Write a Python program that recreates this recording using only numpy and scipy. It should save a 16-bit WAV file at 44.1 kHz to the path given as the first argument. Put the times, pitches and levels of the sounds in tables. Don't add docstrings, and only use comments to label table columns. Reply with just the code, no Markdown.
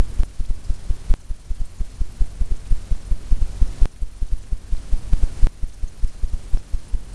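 import sys
import numpy as np
from scipy import signal
from scipy.fft import rfft, irfft
from scipy.io import wavfile
from scipy.ndimage import uniform_filter1d

SR = 44100
rng = np.random.default_rng(int(sys.argv[2]) if len(sys.argv) > 2 else 0)


def convert_level_to_amplitude(level_db):
    exponent = np.asarray(level_db, float) / 20
    return 10 ** exponent


def output_pcm(signal):
    pcm = np.clip(np.atleast_2d(signal).T, -1, 1) * 32767
    wavfile.write(sys.argv[1], SR, np.round(pcm).astype(np.int16))


N = 315182
LEAD = 1323
T_S = np.arange(N) / SR
EARLY_S = np.arange(-LEAD, N) / SR

# t/s, gain before/dB, gain after/dB, offset jump/full scale
GAIN_STEPS = [(0.0, 0.0, 0.8, 0.0), (0.2338, 3.5, -3.7, 0.0), (1.1394, 2.2, -6.9, -0.039),
              (2.2424, -0.6, -1.8, -0.004), (2.5442, 0.2, -0.6, -0.008), (2.9506, 0.6, -0.5, -0.009),
              (3.8561, 4.3, -6.2, -0.03), (4.7501, -1.8, 0.2, 0.003), (5.1332, 1.9, 3.2, -0.02),
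              (5.4699, 4.6, -5.4, -0.034), (6.5729, -0.0, -2.9, -0.016), (7.15, 0.3, 0.0, 0.0)]
# t/s, length/ms, start f/Hz, end f/Hz, level/dB
BIRDIES = [(0.24, 18, 9140, 10360, -1), (0.447, 19, 1830, 7240, 0), (0.7378, 13, 4950, 9990, 0),
           (1.5439, 9.6, 7140, 11370, -3), (1.6517, 13, 7820, 8420, 0), (2.259, 13.5, 8250, 9980, -1),
           (2.5601, 15.5, 4650, 8550, 0), (2.9617, 12, 7940, 7600, -1), (3.0595, 16, 9120, 8050, -1),
           (4.262, 14, 4800, 9470, -4), (4.376, 16.5, 11370, 8300, -3), (4.7656, 7.1, 4940, 2560, 1),
           (5.4351, 7.2, 10300, 9400, 4.4), (5.8761, 15, 6700, 5800, 1.5), (6.0751, 25, 4960, 6180, -1.6),
           (6.578, 8.2, 6060, 4450, 2)]
# f/Hz, rms level/dB
WHINES = [(4200, -74), (5781, -80), (6200, -77), (7400, -77), (9600, -68.5), (10800, -84), (12450, -83)]
# f/Hz, density/dB per Hz
RUMBLE_SHAPE = [(2, -1), (5, 0.5), (18, -2), (50, -10), (100, -18), (300, -28), (700, -37), (2000, -46.5),
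                (6000, -57)]
# f/Hz, density/dB per Hz
HISS_SHAPE = [(350, -22), (600, -4), (876, -9), (998, -6.5), (1580, -8), (3730, -9.5), (4250, -8.5),
              (7740, -10), (9530, -10), (12400, -30.5), (13600, -42)]
# rate f/Hz, start/cycle, end/cycle, load level/dB
CHORES = [
    (44.025, .31, .57, -22.6),
    (19.87, .26, .305, -27.5),
    (19.87, .7, .82, -31.1),
]
CHORE_LIMIT = 1.3

FRAME_HZ, BUSY_START, BUSY_SHARE = 19.87, .69, .57
RAMP_S, SETTLE_S, COUPLING_S, JUMP_S = .0046, .008, .0222, .06
THUMP_EVERY_S, FIRST_DUE_S, TICK_FRAMES, LONG_EVERY = .18195, -.044, 2, 3
TICK_S = TICK_FRAMES / FRAME_HZ
THUMP_START_S, SHORT_PUSH_S, LONG_PUSH_S, SLOP_S = -.0093, .0113, .0147, .0007
SHORT_DB, LONG_DB, HURRIED_DB, SCATTER_DB = -0.3, 0.27, -0.6, 0.67
TWEET_COUNT, TWEET_LOCKED, TWEET_LATE_S, TWEET_SPREAD_S = 50, .75, .046, .008
TWEET_MS, TWEET_HZ, TWEET_GLIDE_HZ, TWEET_DB = (6, 10.5), (4500, 11000), 2000, (-7, -1)


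def thumps(load):
    held = np.repeat(rng.standard_normal(N // 60 + 1), 60)[:N]
    tremble = 1 + 0.13 * held + 0.023 * walk(200)
    total_load = load * np.append(np.ones(LEAD), tremble) + chores()
    dip = lag(total_load, SETTLE_S)
    return (lag(dip, COUPLING_S) - dip)[LEAD:]


def push():
    load = np.zeros(N + LEAD)
    for release_s, depth_db, push_ms in thump_rows():
        rise = np.clip((EARLY_S - release_s + push_ms / 1000) / RAMP_S, 0, 1)
        let_go = np.clip((release_s - EARLY_S) * SR, 0, 1)
        load += convert_level_to_amplitude(depth_db) * rise * let_go
    return load


def thump_rows():
    k = np.arange(int(N / SR / THUMP_EVERY_S) + 1)
    tick = np.ceil((FIRST_DUE_S + k * THUMP_EVERY_S) / TICK_S)
    late, longer, deeper = rng.standard_normal((len(k), 3)).T
    is_long = k % LONG_EVERY == 0
    hurried = np.diff(tick, prepend=-2) == 1
    length_s = np.where(is_long, LONG_PUSH_S, SHORT_PUSH_S) + SLOP_S * longer
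    depth_db = np.where(is_long, LONG_DB, SHORT_DB) + HURRIED_DB * hurried + SCATTER_DB * deeper
    release_s = tick * TICK_S + THUMP_START_S + SLOP_S * late + length_s
    return zip(release_s, depth_db, 1000 * length_s)


def chores():
    load = 0
    for rate_hz, start, end, level_db in CHORES:
        cycle, phase = np.divmod(EARLY_S * rate_hz + 2, 1)
        scatter = np.minimum(rng.standard_normal(400), CHORE_LIMIT)
        weight = convert_level_to_amplitude(level_db + 4.3 * scatter[cycle.astype(int)])
        load = load + weight * (phase > start) * (phase < end)
    return load


def birdies(gate):
    sweeps = np.zeros(N)
    waver_hz = 350 * walk(900)
    for start_s, length_ms, from_hz, to_hz, level_db in list(BIRDIES) + tweet_rows():
        span = length_ms * SR / 1000 + 88
        u = np.arange(int(length_ms * SR / 1000) + 88) / span
        bend = u * u * (3 - 2 * u)
        glide_hz = (to_hz - from_hz) * (0.48 * u + 0.45 * bend)
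        hz = from_hz + glide_hz + waver_hz[int(start_s * SR):][:len(u)]
        at = int(start_s * SR) - 44
        sweeps[at:at + len(u)] += convert_level_to_amplitude(level_db) * np.sin(np.pi * u) ** .5 * sweep(hz)
    stray_hz = np.abs(9000 + 6000 * walk(70))
    stray = gate * convert_level_to_amplitude(4.6 * walk(90)) * sweep(stray_hz)
    return dull(convert_level_to_amplitude(-50.5 + 2.0 * walk(500)) * sweeps + convert_level_to_amplitude(-59.5) * stray, 10500, order=6)


def tweet_rows():
    when, free, ms, hz, db = rng.random((TWEET_COUNT, 5)).T
    late, glide = rng.standard_normal((TWEET_COUNT, 2)).T
    free_s = TICK_S / 2 + when * (N / SR - 2 * TICK_S)
    locked_s = free_s // TICK_S * TICK_S + TWEET_LATE_S + TWEET_SPREAD_S * late
    start_s = np.where(free < TWEET_LOCKED, locked_s, free_s)
    from_hz = between(hz, TWEET_HZ)
    to_hz = from_hz + TWEET_GLIDE_HZ * glide
    return list(zip(start_s, between(ms, TWEET_MS), from_hz, to_hz, between(db, TWEET_DB)))


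def whines(gate):
    tones = np.zeros(N)
    for hz, level_db in WHINES:
        tones += convert_level_to_amplitude(level_db + 1.5 * walk(300)) * np.sin(2 * np.pi * (hz * T_S + rng.random()))
    return convert_level_to_amplitude(6.0) * (.15 + gate) * tones


def busy():
    phase = (T_S * FRAME_HZ - BUSY_START) % 1 / BUSY_SHARE
    return uniform_filter1d(np.clip(1.2 + phase / 0.76, 0, 1) * (phase < 1), size=40)


def gain_control():
    step_s, before_db, after_db, _ = np.transpose(GAIN_STEPS)
    edge_s = np.repeat(step_s, 2) + np.tile([0, 2 / SR], len(step_s))
    return convert_level_to_amplitude(np.interp(T_S, edge_s, np.ravel([before_db, after_db], "F")))


def step_clicks():
    step_s, _, _, jump = np.transpose(GAIN_STEPS)
    kicks = np.zeros(N)
    kicks[np.minimum(step_s * SR + 1, N - 1).astype(int)] = jump * JUMP_S * SR
    return lag(kicks, JUMP_S)


def rumble(loaded):
    return convert_level_to_amplitude(0.61 * walk(22) + 3.1 * loaded) * noise(RUMBLE_SHAPE, -34)


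def hiss(gain, gate, loaded):
    stir = convert_level_to_amplitude(0.93 * gate + 1.9 * loaded + 0.61 * walk(12))
    preamp = gain * stir * noise(HISS_SHAPE, -54.5)
    converter = stir ** 1.14 * noise(HISS_SHAPE, -59)
    return preamp + converter


def fizz(gate):
    shape = [(9000, -21), (10500, -4), (12500, -9), (14000, -42)]
    return convert_level_to_amplitude(5.3 * walk(150) + 3.7 * gate) * noise(shape, -79.5)


def noise(shape, rms_db):
    hz, density_db = np.transpose(shape)
    f_hz = np.maximum(np.arange(N // 2 + 1) * SR / N, 1)
    colour = convert_level_to_amplitude(np.interp(np.log(f_hz), np.log(hz), density_db))
    x = irfft(rfft(rng.standard_normal(N)) * colour, N)
    return x * convert_level_to_amplitude(rms_db) / x.std()


def walk(rate_hz):
    k = int(SR / rate_hz)
    held = np.repeat(rng.standard_normal(N // k + 1), k)
    return 1.3 * uniform_filter1d(uniform_filter1d(held, k), k)[:N]


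def sweep(hz):
    return np.sin(2 * np.pi * np.cumsum(hz) / SR)


def between(share, ends):
    return ends[0] + share * (ends[1] - ends[0])


def lag(x, tau_s):
    k = np.exp(-1 / (tau_s * SR))
    return signal.lfilter([1 - k], [1, -k], x)


def dull(x, cutoff_hz, order):
    sos = signal.butter(order, cutoff_hz, fs=SR, output="sos")
    return signal.sosfilt(sos, x, zi=signal.sosfilt_zi(sos) * x[0])[0]


def scene():
    gain, load, gate = gain_control(), push(), busy()
    loaded = np.minimum(uniform_filter1d(load[LEAD:], size=900) * 3, 1)
    low = gain * thumps(load) + gain ** 1.19 * rumble(loaded) + step_clicks()
    mix = dull(low, 10500, order=5)
    mix = mix + birdies(gate) + gain ** 0.22 * whines(gate)
    mix = mix + hiss(gain, gate, loaded) + fizz(gate)
    return mix[None]


def low_pass(x):
    return signal.sosfilt(signal.butter(12, 13710, fs=SR, output="sos"), x)


def record(dry):
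    rounded = dry[0] / (1 + np.abs(dry[0]) ** 14) ** (1 / 14)
    mix = dull(rounded, 13000, order=16)[None]
    return low_pass(mix)


dry = scene()
out = record(dry)
output_pcm(out)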